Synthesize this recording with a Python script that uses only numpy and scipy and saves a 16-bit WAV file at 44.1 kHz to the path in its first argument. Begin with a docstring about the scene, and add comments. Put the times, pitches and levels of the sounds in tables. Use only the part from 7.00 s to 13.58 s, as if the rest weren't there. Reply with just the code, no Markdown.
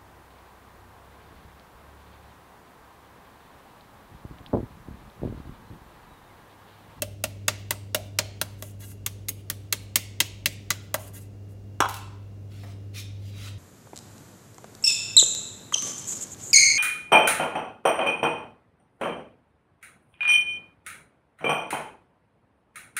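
"""Sifting flour over a steel bowl.

A round sieve is knocked against a palm about four times a second: its loose mesh ring clacks in the
frame, the mesh thuds, flour hisses through. Fingers slide on the rim, the sieve lands and rocks on the
stone counter, and floury hands are brushed off. A kitchen appliance hums throughout."""
import sys
import numpy as np
from scipy import signal
from scipy.fft import rfft, irfft, next_fast_len
from scipy.io import wavfile
from scipy.ndimage import uniform_filter1d, map_coordinates

SR = 44100
rng = np.random.default_rng(int(sys.argv[2]) if len(sys.argv) > 2 else 0)


def dump(signal):
    """Clip the signal to [-1, 1] and save it as 16-bit WAV at the path in sys.argv[1]."""
    limited = np.clip(np.atleast_2d(signal).T, -1, 1)
    pcm = np.round(limited * 32767).astype(np.int16)
    wavfile.write(sys.argv[1], SR, pcm)


N = 290178
TIME_S = np.arange(N) / SR
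AGE_S = np.arange(SR // 3) / SR  # time since a blow

# Knocks. Each row: start in seconds, clack level in dB, place (0 wall, 1 lip), then mesh thud,
# frame knock and sizzle trims in dB on that level.
KNOCKS = [(0.0211, 2.5, .1, 15.5, -2, -0.5), (0.2395, 5, 0.13, 13.5, 1.5, -3), (0.482, 13, .1, 3, 2, -10),
          (0.708, 6, 0.09, 4, 3.5, -1.5), (0.9469, 8, 0.47, 13, 0.5, -2.5),
          (1.1885, 13, 0.18, 5, -1.5, -14), (1.4147, 5, .2, 7.5, 4.5, -0.5),
          (1.6242, -10, .2, 16.5, 5.5, 1), (2.0631, 2.5, 1, -13, -3, 1), (2.2853, -1, 0.76, -15, -25, -1),
          (2.2911, -9, .7, -9, -3, 12.5), (2.5003, 1.5, 0.98, -4, -3, 1.5),
          (2.7263, 9.5, 0.96, -11.5, -6.5, -3), (2.9579, 14.5, 1, -11.5, -8.5, -2),
          (3.2039, 16, 1, -13, -9, -9), (3.4591, 13, 0.53, -5.5, -15.5, -7.5),
          (3.7049, 11, 0.35, -7.5, 0.5, -9), (3.9424, 3.5, 0.26, 17, 9.5, -0.5)]
# Hand-held frame. 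Each row: mode in Hz, wall-struck dB, lip-struck dB, base t60 in seconds.
FRAME_MODES = [(930, -3, -8, .04), (1170, -3, -1, .05), (1400, -2, -7, .04), (1620, -3, -6, .04),
               (1850, 1, -5, .045), (2010, 2, 2, .055), (2170, -5, 3, .06), (2670, 1, -5, .05),
               (2830, -4, -2, .055), (3240, -8, -2, .05), (3400, -4, -8, .05), (3650, -8, -2, .04),
               (3915, -2, -1, .05), (4270, -5, -4, .04), (4800, -6, -6, .04), (5600, -7, -5, .035),
               (6530, -2, -1, .045), (6740, -9, -2, .04), (8350, -8, -6, .025), (9700, -9, -7, .02)]
# Taut mesh; frame on the counter. Each row: mode in Hz, level in dB, base t60 in seconds.
MESH_MODES = [(255, -12, 0.094), (481, -9, .03), (566.4, -1.5, 0.092), (617, 2, 0.088), (704, 6, 0.007)]
RESTING_MODES = [(540, -9, .04), (794, -2, .09), (968, 0, .08), (1042, -1, .07), (1100, -4, .06),
                 (1205, -2, .06), (1272, -3, .07), (1341, 0, .08), (1445, -5, .05), (1548, -3, .07),
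                 (2261, -18, .08), (2670, -17, .07), (2900, -16, .07), (3320, -13, .11), (3908, -20, .07),
                 (5588, -20, .08)]
# Contacts. Each row: start in seconds, relative level in dB.
LANDING_CONTACTS = [(4.8042, -2), (4.8095, -8), (4.8208, 0), (4.8275, -10), (4.835, -11), (4.8435, -7),
                    (4.8575, -8)]
RING_TICKS = [(1.698, -36), (1.806, -24), (1.906, -32), (4.165, -24.5), (4.888, -10), (4.895, -11.5),
              (4.91, -19), (4.942, -10.5), (4.967, -16)]
COUNTER_BUMPS = [(5.635, -5.5), (6.44, -18)]
# Fingers on the rim. Each row: start in seconds, length in seconds, level in dB.
RIM_SLIDES = [(1.563, 0.073, -60), (1.614, 0.1, -56), (1.787, 0.13, -49), (3.97, 0.11, -54),
              (4.122, 0.065, -48.5), (4.196, 0.032, -53), (4.475, 0.046, -66.5)]
# Hand strokes. Each row: start, rise and length in seconds, hiss in dB, palm in dB re hiss.
HAND_STROKES = [(5.483, 0.054, 0.24, -57, -7), (5.925, 0.056, 0.077, -38, -22),
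                (6.157, 0.14, 0.14, -54.5, -20), (6.276, 0.2, 0.21, -44.5, -9)]
# Mains hum. Each row: time in seconds, level in dB.
HUM_LEVELS = [(0, -40.5), (3.5, -43.5), (5.0, -42), (6.58, -37.5)]
# Motor tones and thin whine. Each row: frequency in Hz, level in dB.
MOTOR_TONES = [(53.5, -60), (203.5, -60), (289, -62), (402, -66), (2780, -80), (2840, -82)]
# Spectra. Each row: frequency in Hz, relative level in dB.
PALM_SPECTRUM = [(60, -11.5), (160, 1.5), (260, -2), (400, -5), (700, -17), (2000, -42.5)]  # struck flesh
FLOUR_SPECTRUM = [(500, -34), (1500, -14), (3000, 8.5), (4200, -8), (6500, -9), (10000, -8), (16000, -7.5)]  # powder passing the mesh
STONE_SPECTRUM = [(35, -28.5), (100, -9.5), (350, -4), (600, -7.5), (1100, 4.5), (1600, -4), (2200, -6.5),
                  (3500, -10.5), (4700, -23), (5700, -10.5), (8000, -15.5), (15000, -30.5)]  # contact crack
GRIT_SPECTRUM = [(700, -33), (1500, -31.5), (2800, -25), (4500, -13), (6500, 0.5), (9000, 2), (12000, 3.5),
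                 (16000, -7)]  # floury fingers on the rim
SKIN_SPECTRUM = [(800, -33), (1500, -15), (2100, 1.5), (3200, 0.5), (5000, -2.5), (7000, -6.5),
                 (10000, -10.5), (16000, -15)]  # skin on skin
BUMP_SPECTRUM = [(150, -15), (400, -3), (620, -1), (850, -3), (1250, -11.5), (2200, -6), (3500, -27),
                 (9000, -29)]  # soft bumps
AIR_SPECTRUM = [(20, -17), (35, -17.5), (55, -0.5), (80, -3.5), (160, -4.5), (230, -10.5), (400, -13),
                (600, -17), (900, -28), (1500, -33), (2500, -35.5), (2800, -38.5), (3200, -38.5),
                (6000, -39), (9000, -45), (16000, -48)]  # appliance airflow
ROOM_SPECTRUM = [(200, -5.5), (600, -0.5), (1200, -3.5), (2800, -3), (7000, -5), (15000, -1)]  # reverb colour
# Kitchen decay. Each row: frequency in Hz, t60 in seconds.
ROOM_T60 = [(200, 0.23), (1000, 0.67), (3000, 0.69), (7000, 0.51), (15000, 0.15)]

MAINS_HZ, TOP_HZ = 100, 16100
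FIRST_HARD_DB, LAST_HARD_DB, SOFTEN_S = 4, -19, 0.013  # landing contacts


def knocks():
    """Each knock clacks the frame and thumps the palm; blows on the wall make the mesh thud most."""
    out = np.zeros(N)
    for start_s, db, lip, thud_db, knock_db, sizzle_db in KNOCKS:
        hit = band(clack(t60_s=0.072, ring_db=-5.5, lip=lip), 1650, 7800)
        hit += amp(knock_db) * band(clack(t60_s=0.08, ring_db=-2.5, lip=lip), 760, 1600)
        hit += amp(sizzle_db) * band(clack(t60_s=0.042, ring_db=2, lip=lip), 7800, 17000)
        mesh = ring(MESH_MODES, damping=1, scatter_db=0.5) * (1 - np.exp(-AGE_S / 0.0011))
        hit += amp(thud_db - 21) * unit_energy(mesh)
        thump = unit_energy(coloured(chatter(t60_s=0.14, spike_db=-0.5), PALM_SPECTRUM))
        add(out, start_s, amp(db + 1) * hit + amp(0.46 * db - 15.5) * thump)
        ring_slip = band(chatter(t60_s=0.0094, spike_db=4), 3300, 16000)
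        add(out, start_s - 0.001, amp(db - 13) * ring_slip)
        # modes blur over all directions, so a smooth click is the room's main feed
        outline = [(300, -18.5), (600, thud_db + 5), (900, knock_db - 0.5), (1500, knock_db - 9),
                   (2200, -1), (6500, -2), (10000, sizzle_db)]
        click = coloured(signal.unit_impulse(len(AGE_S)), outline)
        add(out, start_s, amp(db - 17.5) * reverb(click))
        add(out, start_s, amp(db - 24) * reverb(hit))
    return out


def clack(t60_s, ring_db, lip):
    """The loose ring chatters against the frame, whose modes depend on the place struck."""
    modes = [(hz, wall_db + lip * (lip_db - wall_db), decay_s)
             for hz, wall_db, lip_db, decay_s in FRAME_MODES]
    burst = chatter(t60_s, spike_db=2.5) + amp(0.5) * chatter(t60_s=0.01, spike_db=2.5)
    return unit_energy(burst) + amp(ring_db) * ring(modes, damping=1.36, scatter_db=5.5)


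def chatter(t60_s, spike_db):
    """A dying burst of tiny hard contacts of uneven size."""
    sizes, grains = rng.standard_normal((2, len(AGE_S)))
    size_db = spike_db * unit_rms(uniform_filter1d(sizes, size=12))
    return unit_energy(grains * amp(size_db - 60 * AGE_S / t60_s))


def ring(modes, damping, scatter_db):
    """Decaying modes, at new strengths for each blow; damping divides the base t60."""
    hz, db, t60_s = np.transpose(modes)[:, :, None]
    size, detune, phase = rng.standard_normal((3, len(modes), 1))
    swing = np.sin(2 * np.pi * hz * (1 + 0.0045 * detune) * AGE_S + np.pi * phase)
    envelope = amp(db + scatter_db * size - 60 * AGE_S * damping / t60_s)
    return unit_energy(np.sum(envelope * swing, axis=0))


def sifting():
    """Every knock throws the flour, which falls back and hisses through the mesh."""
    flow = np.zeros(N)
    fall = (1 - np.exp(-AGE_S / 0.0083)) * amp(-60 * AGE_S / 0.43)
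    for start_s, db, *_ in KNOCKS:
        add(flow, start_s, amp(0.48 * db - 54.5) * fall)
    return flow * noise(FLOUR_SPECTRUM) * amp(1.5 * wobble(800) + 4.5 * wobble(30))


def landing():
    """The sieve strikes the counter and rocks on its rim, each contact softer than the last."""
    out = np.zeros(N)
    first_s = LANDING_CONTACTS[0][0]
    for start_s, db in LANDING_CONTACTS:
        hard_db = LAST_HARD_DB + (FIRST_HARD_DB - LAST_HARD_DB) * np.exp((first_s - start_s) / SOFTEN_S)
        body = amp(8.5) * ring(RESTING_MODES, damping=1.1, scatter_db=1)
        crack = amp(hard_db + 17.5) * coloured(chatter(t60_s=0.032, spike_db=1.5), STONE_SPECTRUM)
        add(out, start_s, amp(db) * (body + crack))
    return in_room(out, wet_db=-12.5)


def small_contacts():
    """The loose ring ticks as the sieve turns and settles; soft bumps at the counter follow."""
    out = np.zeros(N)
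    for start_s, db in RING_TICKS:
        tick = clack(t60_s=0.06, ring_db=-7, lip=0.4)
        add(out, start_s, amp(db) * band(tick, 2000, 15500))
    for start_s, db in COUNTER_BUMPS:
        add(out, start_s, amp(db) * coloured(chatter(t60_s=0.058, spike_db=6), BUMP_SPECTRUM))
    return in_room(out, wet_db=-2.5)


def finger_slides():
    """Floury fingers rub the rim with uneven pressure: gritty hiss and some scraping."""
    grit = patchy(noise(GRIT_SPECTRUM) * amp(1.3 * wobble(670) + 1.4 * wobble(70)), depth_db=2.5)
    rubbing = sum(amp(db) * stroke(start_s, length_s, rise_s=0.031, release_s=0.11)
                  for start_s, length_s, db in RIM_SLIDES)
    pressure = amp(2.2 * wobble(40))
    return in_room((grit + amp(-7.5) * scrape()) * rubbing * pressure, wet_db=-14.5)


def scrape():
    """Skin sticks and slips on the rim; the frame rings differently as the grip moves."""
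    slip_hz = 170 * amp(3.3 * wobble(40))
    cycles = np.floor(np.cumsum(slip_hz) / SR)
    slips = np.diff(cycles, prepend=0) * amp(3 * rng.standard_normal(N))
    modes = [(hz, wall_db, t60_s) for hz, wall_db, _, t60_s in FRAME_MODES]
    out = np.zeros(N)
    for _ in range(3):
        grip = amp(8 * wobble(35))
        out += signal.fftconvolve(slips * grip, ring(modes, damping=0.6, scatter_db=3.5))[:N]
    return unit_rms(out)


def hand_brushing():
    """Skin brushes skin: the fingers hiss, the changing hollow of the palm adds body."""
    hiss = patchy(noise(SKIN_SPECTRUM), depth_db=3.5)
    palm = patchy(noise([(200, -15.5), (600, -16), (1300, 3), (2500, -7), (6000, -49.5)]), depth_db=4)
    out = np.zeros(N)
    for start_s, rise_s, length_s, db, palm_db in HAND_STROKES:
        out += amp(db) * stroke(start_s, length_s, rise_s, release_s=0.1) * (hiss + amp(palm_db) * palm)
    return in_room(out * amp(1.2 * wobble(160) - 1.5), wet_db=-6)


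def appliance():
    """Mains hum and unsteady motor tones over the rush of moving air."""
    hum_db = np.interp(TIME_S, *np.transpose(HUM_LEVELS)) + 0.76 * wobble(9)
    tones = amp(hum_db) * np.sin(2 * np.pi * MAINS_HZ * TIME_S + 0.06 * wobble(3.2))
    for hz, db in MOTOR_TONES:
        drift_rad = 1.7 * wobble(0.65 * np.sqrt(hz))
        flutter_db = 2.5 * wobble(9)
        tones += amp(db + flutter_db) * np.sin(2 * np.pi * hz * TIME_S + drift_rad)
    return np.sqrt(2) * tones + amp(-50) * noise(AIR_SPECTRUM)


def reverb(x):
    """The kitchen's diffuse reflections, uneven from band to band."""
    hz, time_s, bins = signal.stft(rng.standard_normal(SR * 2 // 3), SR, nperseg=256)
    colour_db = along(ROOM_SPECTRUM, hz) + 3 * rng.standard_normal(len(hz))
    decay_db = 60 * time_s / along(ROOM_T60, hz)[:, None]
    tail = signal.istft(bins * amp(colour_db[:, None] - decay_db), SR, nperseg=256)[1]
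    tail *= 1 - np.exp(-np.arange(len(tail)) / SR / 0.0028)  # reflections build up
    return signal.fftconvolve(x, unit_energy(tail))


def in_room(x, wet_db):
    """A track plus its reverb."""
    return x + amp(wet_db) * reverb(x)[:N]


def stroke(start_s, length_s, rise_s, release_s):
    """Rubbing envelope: smooth rise, hold, then a fade of 60 dB per release_s."""
    onset = np.sin(np.pi / 2 * np.clip((TIME_S - start_s) / rise_s, 0, 1)) ** 2
    return onset * amp(-60 * np.maximum(TIME_S - start_s - length_s, 0) / release_s)


def patchy(x, depth_db):
    """Short-lived resonances: random gain in patches of frequency and time."""
    bins = signal.stft(x, nperseg=512)[2]
    patches = uniform_filter1d(rng.standard_normal(bins.shape), size=3, axis=0)
    patches = unit_rms(uniform_filter1d(patches, size=10, axis=1))
    return unit_rms(signal.istft(bins * amp(depth_db * patches), nperseg=512)[1][:N])


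def wobble(knots_per_s):
    """Smooth random curve."""
    return map_coordinates(rng.standard_normal(int(N * knots_per_s / SR) + 4), [TIME_S * knots_per_s])


def noise(spectrum):
    """Coloured noise of rms 1."""
    return unit_rms(coloured(rng.standard_normal(N), spectrum))


def coloured(x, spectrum):
    """Minimum-phase filter with the given (Hz, dB) shape."""
    size = 2 * next_fast_len(len(x) // 2 + 4096)
    gain = amp(along(spectrum, np.fft.rfftfreq(size, 1 / SR)))
    cepstrum = irfft(np.log(gain + 1e-6), size)
    cepstrum[1:size // 2] *= 2
    cepstrum[size // 2 + 1:] = 0
    return irfft(rfft(x, size) * np.exp(rfft(cepstrum)), size)[:len(x)]


def band(x, lo_hz, hi_hz):
    """One band of a blow, as strong as that band of a unit impulse."""
    sos = signal.butter(3, [lo_hz, hi_hz], 'band', fs=SR, output='sos')
    return unit_energy(signal.sosfilt(sos, x)) * np.sqrt(2 * (hi_hz - lo_hz) / SR)


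def along(points, hz):
    """Read (Hz, value) points on a log axis."""
    points_hz, values = np.transpose(points)
    return np.interp(np.log(hz + 1), np.log(points_hz + 1), values)


def add(track, start_s, x):
    """Mix x into the track."""
    part = track[round(start_s * SR):][:len(x)]
    part += x[:len(part)]


def amp(db):
    """Decibels to gain."""
    return 10 ** (np.asarray(db) / 20)


def unit_rms(x):
    """Scale to rms 1."""
    return x / np.sqrt(np.mean(x ** 2) + 1e-20)


def unit_energy(x):
    """Scale to energy 1."""
    return x / (np.linalg.norm(x) + 1e-12)


def scene():
    """Mono mix, heard from just above the bowl."""
    sieve = knocks() + sifting() + finger_slides() + landing() + small_contacts()
    return (sieve + hand_brushing() + appliance())[None]


def record(dry):
    """Round off the sharpest peaks, then low-pass at TOP_HZ."""
    rounded = dry / (1 + np.abs(dry / 0.75) ** 4) ** (1 / 4)
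    size = next_fast_len(N + 8192)
    lowpass = np.clip((TOP_HZ - np.fft.rfftfreq(size, 1 / SR)) / 400 + 0.5, 0, 1)
    return irfft(rfft(rounded, size) * lowpass, size)[..., :N]


dry = scene()
out = record(dry)
dump(out)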